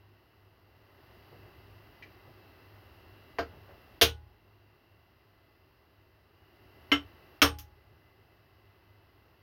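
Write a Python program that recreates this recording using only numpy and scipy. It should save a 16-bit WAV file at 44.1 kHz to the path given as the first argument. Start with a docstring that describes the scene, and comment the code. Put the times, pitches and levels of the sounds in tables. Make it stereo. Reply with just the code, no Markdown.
"""A faint motor hums with thin whines in a small brick workshop, swelling as the gain control lets go.
From 1.3 s hands nudge a heavy steel angle plate on a machine's vise: soft bumps, rubs, one small tink.
At 3.4 s and 4 s the plate rocks: each corner that lands clacks, rings briefly and thuds the frame.
The gain control ducks the hum after the loud clack, holds, then lets it swell back.
Corners land again at 6.9 s and 7.4 s, the hum ducks once more, and a last soft nudge follows."""
import sys
import numpy as np
from scipy import signal
from scipy.fft import rfft, irfft, next_fast_len
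from scipy.io import wavfile
from scipy.ndimage import uniform_filter1d, minimum_filter1d

SR = 44100
rng = np.random.default_rng(int(sys.argv[2]) if len(sys.argv) > 2 else 0)


def transcribe(u):
    """Save the signal u as a 16-bit wav file named by the first command-line argument.

    u: samples, shape (n,) or (channels, n), limited to [-1, 1]; the rate is SR.
    q: integer samples, one column per channel.
    """
    v = np.clip(np.atleast_2d(u).T, -1, 1)
    q = np.round(v * 32767).astype(np.int16)
    wavfile.write(sys.argv[1], SR, q)


N = 415422
TIME = np.arange(N) / SR
AGE = TIME[:SR]   # seconds since a hit


def from_db(db):
    return 10 ** (np.asarray(db) / 20)


def unit_rms(x):
    return x / np.sqrt(np.mean(x ** 2) + 1e-20)


def at_hz(points, hz):
    """Read a curve on a log-frequency axis."""
    f, value = np.transpose(points)
    return np.interp(np.log(np.maximum(hz, 1)), np.log(f), value)


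def pan(db):
    """Stereo gains; positive dB leans left."""
    return from_db(np.array([[db], [-db]]) / 2)


def add(out, start_s, sound):
    start = round(start_s * SR)
    out[:, start:start + sound.shape[1]] += sound[:, :N - start]


def butter(x, order, hz, kind):
    return signal.sosfilt(signal.butter(order, hz, kind, fs=SR, output="sos"), x)


def wander(rate_hz, step=100):
    """Smooth random modulation of rms 1."""
    pole = np.exp(-2 * np.pi * step * rate_hz / SR)
    white = rng.standard_normal(N // step + 1002)
    slow = signal.lfilter([1], [1, -2 * pole, pole * pole], white)[1000:]
    return np.interp(np.arange(N) / step, np.arange(len(slow)), unit_rms(slow))


# Stereo image of the room: f/Hz, left-right correlation
STEREO_LIKENESS = [(60, 0.99), (300, 0.6), (450, 0.81), (950, 0.028), (2400, -0.19), (15000, 0.1)]
def stereo_phases(hz):
    """A tone reaches the two microphones in step only in the bass."""
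    apart = np.arccos(np.clip(at_hz(STEREO_LIKENESS, hz), -1, 1)) * rng.choice([-.5, .5])
    return rng.uniform(0, 2 * np.pi) + apart * np.array([[1], [-1]])


def room_noise(gain_at, size):
    """Shaped noise of rms 1, near mono in the bass and wide on top."""
    padded = next_fast_len(size)
    hz = np.arange(padded // 2 + 1) * SR / padded
    mid, side = rfft(rng.standard_normal((2, padded)))
    alike = np.clip(at_hz(STEREO_LIKENESS, hz), -1, 1)
    stereo = np.sqrt(1 + alike) * mid + np.sqrt(1 - alike) * side * [[1], [-1]]
    return unit_rms(irfft(stereo * gain_at(hz), padded)[:, :size])


def eq_noise(curve, size=SR):
    """Room noise through an EQ curve."""
    return room_noise(lambda hz: from_db(at_hz(curve, hz)), size)


# Low end of the room tone: f/Hz, level/dB
RUMBLE_EQ = [(18, -36), (45, -14), (78, -5), (100, -9), (125, -11), (165, -18), (260, -28.5), (600, -56)]
def rumble(level_db=-62.5, waver_db=0.9, waver_hz=2.5):
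    """A slightly wavering low bed, leaning right."""
    return from_db(level_db + waver_db * wander(waver_hz)) * pan(-7) * eq_noise(RUMBLE_EQ, N)


# Hum bands: f/Hz, width/Hz, level/dB against the air
HUM_BANDS = [(101.2, 7.4, -4), (382.3, 100, -10), (1130, 250, -14), (2024, 64, -14.5)]
def motor_hum():
    """The motor's steady drone: bands of resonant noise."""
    def resonances(f):
        return sum(from_db(db) / np.sqrt(width) / (1 + (2 * (f - hz) / width) ** 2)
                   for hz, width, db in HUM_BANDS)
    level = np.linalg.norm(from_db([db for _, _, db in HUM_BANDS]))
    return level * room_noise(resonances, N)


# Contour of the motor's harmonics: f/Hz, level/dB per harmonic against the air
BUZZ_EQ = [(400, -36), (1150, -34), (1750, -35.5), (1950, -26), (2280, -42.5), (2550, -33.5), (2725, -27.5),
           (3000, -27.5), (3550, -42.5), (3900, -32), (4400, -37.5), (4950, -32), (5700, -53.5),
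           (7000, -76)]
# Thin tones above the buzz: f/Hz, level/dB (relative)
WHINE_TONES = [(2024, -17), (2643, -19.5), (2710, -18), (2746, -18.5), (2891, -21.5), (2963, -23),
               (3288, -27.5), (3902, -27), (4227, -29), (4661, -28.5), (4914, -31)]
def motor_buzz(turn_hz=36.13, speed_waver=0.00021, uneven_db=2.5, whine_trim_db=1.0, flicker_db=2.9):
    """Each turn of the motor repeats the same fine rattle; thin whines stand out and flicker."""
    hz = np.arange(1, 190) * turn_hz
    peaks = np.sqrt(2) * from_db(at_hz(BUZZ_EQ, hz) + uneven_db * rng.standard_normal(len(hz)))
    harmonics = peaks * np.exp(1j * np.hstack([stereo_phases(f) for f in hz]))
    size = 8192   # wavetable of one turn
    one_turn = irfft(np.pad(harmonics, ((0, 0), (1, 0))), size) * size / 2
    turns = np.cumsum(turn_hz * (1 + speed_waver * wander(2))) / SR
    buzz = np.array([np.interp(turns % 1 * size, np.arange(size), side) for side in one_turn])
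    whines = 0
    for f, db in WHINE_TONES:
        peak = np.sqrt(2) * from_db(db + whine_trim_db + flicker_db * wander(2.2))
        whines += peak * np.sin(2 * np.pi * f / turn_hz * turns + stereo_phases(f))
    return buzz + whines


# Airy part of the room tone: f/Hz, level/dB
AIR_EQ = [(100, -41.5), (170, -14), (253, -7.5), (364, -4.5), (466, -11.5), (643, -8), (1730, -12),
          (1980, -12.5), (2300, -19), (2780, -15.5), (3500, -23.5), (5110, -23), (7770, -49.5),
          (12000, -27), (16000, -27)]
def workshop(air_db=-58.5):
    """The ambience bed: steady air and the motor over the rumble."""
    air = eq_noise(AIR_EQ, N)
    low_bed = rumble()
    return from_db(air_db) * (air + motor_hum() + motor_buzz()) + low_bed


# Hand cues: t/s, bump level/dB, rub level/dB
NUDGE_CUES = [(1.31, -56, -60), (1.42, -58.5, -57), (2.26, -57, -64), (2.979, -64, -76),
              (3.52, -53.5, -58.5), (3.68, -68, -53.5), (7.90, -56, -73)]
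# Colours of the bump, the rub and the tink: f/Hz, level/dB
BUMP_EQ = [(40, -30), (78, -1), (130, 2), (200, -11), (420, -7.5), (900, -20), (4000, -66)]
RUB_EQ = [(200, -25), (430, -3), (720, 0), (1000, -7), (2500, -20), (8000, -65)]
TINK_EQ = [(1000, -34), (1750, -8), (1950, -1), (2150, -9), (2350, 5), (2650, -13), (3050, -8), (3400, -20),
           (4200, -17), (6400, -30), (8000, -57)]
def hands(swell_s=0.022, tink_at_s=2.024, tink_db=-44, tink_rise_s=0.00073, tink_t60_s=0.17):
    """Hands shift the plate: cushioned bumps, a little rubbing and one light touch of metal."""
    out = np.zeros((2, N))
    swell = AGE / swell_s * np.exp(1 - AGE / swell_s)
    for start_s, bump_db, rub_db in NUDGE_CUES:
        add(out, start_s, swell * from_db(bump_db) * eq_noise(BUMP_EQ))
        add(out, start_s, swell * from_db(rub_db) * eq_noise(RUB_EQ))
    tink_envelope = (1 - np.exp(-AGE / tink_rise_s)) * from_db(tink_db - 60 * AGE / tink_t60_s)
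    add(out, tink_at_s, tink_envelope * eq_noise(TINK_EQ))
    return out


def mode(hz, t60, rise_s, phase):
    """One resonance: it builds as the reflections gather, then dies."""
    envelope = (1 - np.exp(-AGE / rise_s)) * from_db(-60 * AGE / t60)
    return envelope * np.sin(2 * np.pi * hz * AGE + phase)


# Boom of the machine's frame and the room: f/Hz, level/dB, t60/s
FRAME_MODES = [(52.1, -43, 0.91), (76.8, -25.5, 0.54), (89.5, -29, 0.17), (112, -35.5, 0.59),
               (151.6, -41, .3)]
def frame_thud(rise_s=0.0095):
    """Close low modes start against each other and beat as they fade."""
    boom = sum(from_db(db) * mode(hz, t60, rise_s, np.pi * k)
               for k, (hz, db, t60) in enumerate(FRAME_MODES))
    return pan(-2.5) * butter(boom, 2, 40, "high")


# The plate's ring in the vise: f/Hz, t60/s, pan/dB, level/dB when struck at corner A, B, C, D
STEEL_MODES = [(287, 0.18, 2, -28, -24, -14, -11.5), (385, 0.15, -1.5, -34, -20, -35, -27),
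               (460, 0.18, 5, -24, -16.5, -32.5, -21.5), (684, 0.11, 8, -17, -16.5, -28, -27),
               (833, 0.65, 9, -57, -49, -57.5, -39), (1065, 0.2, -5, -56, -36, -41, -25),
               (1163, 0.2, -4, -46, -30, -31, -22.5), (1335, 0.16, -5, -27, -30, -20, -22),
               (1470, 0.28, 3, -41, -31, -39, -37), (1590, 0.11, -3, -23, -24, -27, -25.5),
               (2101, 0.11, -5, -45, -24.5, -12.5, -19), (2206, 0.11, -2.5, -40, -18, -29, -21),
               (2645, 0.14, 7, -48, -23, -24, -17.5), (2812, 0.11, 0, -42, -20.5, -18, -20),
               (3022, 0.15, -4.5, -42, -22, -15, -16.5), (3075, 0.15, 2, -42, -18.5, -18, -16),
               (3248, 0.12, 1, -43, -12, -24, -16), (3445, 0.12, 8, -57, -14, -35, -20),
               (3644, 0.12, 0, -60, -15, -44, -24), (4620, 0.12, 0, -42, -23, -42, -30),
               (5100, 0.12, -3, -47, -24, -40, -25), (5482, 0.145, -10, -54, -26, -30.5, -18),
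               (6720, 0.13, -6, -52, -26, -39, -33), (8070, 0.16, -2, -72, -42, -47, -52),
               (8697, 0.2, -2, -79, -35, -53, -26.5), (9787, 0.12, 8, -76, -21, -59, -26),
               (11520, 0.11, 1, -57, -28, -39, -28), (13460, 0.11, 1, -65, -28, -52, -26),
               (14490, 0.1, -3.5, -63, -24.5, -43, -32)]
def steel_ring(corner, rise_s=0.0039, rise_cycles=0.94):
    """The corner that lands sets each mode's share; low modes take longer to build."""
    out = 0
    for hz, t60, pan_db, *struck_db in STEEL_MODES:
        gain = from_db(struck_db["ABCD".index(corner)]) * pan(pan_db)
        out += gain * mode(hz, t60, rise_s + rise_cycles / hz, stereo_phases(hz))
    return out


def contact_db(hz, level_db, tilt_db, contact_s, pivot_hz=2000, steepness=5.4, grit_db=-20):
    """A light touch tilts towards the treble; a long soft contact cuts it, all but a little grit."""
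    octaves = np.log2(np.maximum(hz, 500) / pivot_hz)   # the bass stays flat
    cushioned = from_db(tilt_db * octaves) ** 2 / (1 + np.abs(hz * contact_s) ** steepness)
    return level_db + 10 * np.log10(cushioned + from_db(grit_db) ** 2)


def crack(contact, fade_s=.0022, band_hz=(900, 4100), top_hz=6200):
    """The direct sound of the contact: a bright burst, gone in a few milliseconds."""
    fade = np.exp(-AGE / fade_s)
    burst = butter(room_noise(np.ones_like, SR) * fade, 2, band_hz, "band")
    burst = unit_rms(butter(burst, 6, top_hz, "low"))
    hz = np.arange(SR + 1) / 2
    spectrum = rfft(burst, 2 * SR) * from_db(contact_db(hz, *contact))
    return irfft(spectrum)[:, :SR] * np.sqrt(np.mean(fade ** 2))


def mode_ripple(hz, spacing_hz=50, ripple_db=1.5, full_above_hz=5000):
    """Many small modes of uneven strength; they stand out most in the treble."""
    grid = np.arange(400) * spacing_hz
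    strengths = np.clip(rng.standard_normal(len(grid)), -2, 2)
    depth_db = ripple_db * np.minimum(hz / full_above_hz, 1)
    gain = from_db(depth_db * np.interp(hz, grid, strengths))
    return gain / np.sqrt(uniform_filter1d(gain ** 2, size=900))


# Bell boost on the clack, by corner: f/Hz, level/dB, width/octaves
CORNER_BITE = {"A": (4600, 15, 0.15), "B": (3600, 6, 0.36), "C": (3300, 5.5, .15), "D": (1230, 6.5, 0.33)}
def bite_db(hz, corner):
    """The broad resonance that this corner excites most."""
    centre_hz, peak_db, width = CORNER_BITE[corner]
    octaves = np.log2(np.maximum(hz, 1) / centre_hz)
    return peak_db * np.exp(-(octaves / width) ** 2 / 2)


# The plate's dense, short-lived modes, blurred by the room: f/Hz, level/dB
CLACK_EQ = [(60, -14), (210, -10.5), (380, -2), (560, -3), (900, -4.5), (1300, -0.5), (2100, -3), (3000, 0),
            (4300, -7.5), (6400, -10), (7700, -27), (10500, -20), (13500, -13), (16000, -23.5)]
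# Their place in the stereo field: f/Hz, pan/dB
CLACK_IMAGE = [(300, -0.5), (650, 4), (1100, 0.5), (3200, 2), (4400, -1), (5800, -11), (9000, 1),
               (14000, 1.5)]
# Their tails, by band: f/Hz, t60/s
CLACK_TAILS = [(150, .25), (500, 0.2), (1300, 0.15), (3000, 0.16), (6000, .14), (13000, 0.13)]
def clack(corner, contact, hold_s=0.014, rise_cycles=2.3, slap=0.34, slap_s=.011, slap_width_s=0.0025):
    """A dense ring, swelled by a slap back from the wall, that dies sooner in the treble."""
    hz = np.arange(SR // 2 + 1)
    image_db = at_hz(CLACK_IMAGE, hz) * [[.5], [-.5]]
    colour = from_db(contact_db(hz, *contact) + bite_db(hz, corner) + image_db)
    spectrum = rfft(eq_noise(CLACK_EQ)) * colour * mode_ripple(hz)
    centres = [centre for centre, _ in CLACK_TAILS]
    decay_age = np.hypot(AGE, hold_s) - hold_s   # a short hold rounds off the peak
    out = 0
    for (centre, t60), solo in zip(CLACK_TAILS, np.eye(len(centres))):
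        crossover = at_hz(list(zip(centres, solo)), hz)
        attack = 1 - np.exp(-AGE * centre / rise_cycles)
        out += irfft(spectrum * crossover) * attack * from_db(-60 * decay_age / t60)
    return out * (1 + slap * np.exp(-((AGE - slap_s) / slap_width_s) ** 2))


# Hit cues, levels before the layer trims: t/s, corner, crack and clack level/dB,
# tilt/(dB per octave), contact time/s, ring level/dB, thud level/dB
LANDING_CUES = [ (3.3853, "A", -11.5, -1, 0.00057, -1.5, -14), (4.0125, "B", 0.5, 0.3, .00002, 8, 6),
                (4.0191, "B", 1, 2.5, .00003, -13.5, -13.5), (6.917, "C", -3.5, 4.5, 0.00046, 1.4, -13),
                (7.418, "D", 5, 0.73, .00003, 5, 4.5), (7.586, "D", -33.5, 7.5, .00005, -35.5, -35.5)]
def rocking_plate(crack_trim_db=-6.5, clack_trim_db=-14.5, ring_trim_db=-1.5):
    """Each corner landing on the vise stacks four layers: crack, clack, ring and thud."""
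    out = np.zeros((2, N))
    for start_s, corner, *contact, ring_db, thud_db in LANDING_CUES:
        add(out, start_s, from_db(crack_trim_db) * crack(contact))
        add(out, start_s, from_db(clack_trim_db) * clack(corner, contact))
        add(out, start_s, from_db(ring_trim_db + ring_db) * steel_ring(corner))
        add(out, start_s, from_db(thud_db) * frame_thud())
    return out


def scene():
    return rocking_plate() + hands() + workshop()


def gain_control(x, threshold_db=-19.5, share=0.54, hold_s=2.3, release_db_per_s=13, look_ahead_s=.012):
    """A loud clack ducks everything at once; after the hold the background swells back."""
    sidechain = butter(x, 2, 2240, "high")
    power = uniform_filter1d(np.mean(sidechain ** 2, axis=0), round(.02 * SR))
    treble_db = 10 * np.log10(np.abs(power) + 1e-20)
    duck_db = share * np.maximum(treble_db - threshold_db, 0)
    hold = round(hold_s * SR)
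    held_db = -minimum_filter1d(-duck_db, hold, origin=(hold - 1) // 2, mode="constant")
    held_db = np.maximum(held_db, 6.5 * (TIME < 0.67))   # the scene opens already ducked
    ramp_db = release_db_per_s * TIME
    released_db = np.maximum.accumulate(held_db + ramp_db) - ramp_db
    return x * from_db(-np.interp(TIME + look_ahead_s, TIME, released_db))


def record(dry, cutoff_hz=15900):
    """The gain control rides the level, peaks clip at full scale, the top is cut."""
    clipped = np.clip(gain_control(dry), -1, 1)
    return signal.sosfilt(signal.ellip(10, .1, 80, cutoff_hz, fs=SR, output="sos"), clipped)


dry = scene()
out = record(dry)
transcribe(out)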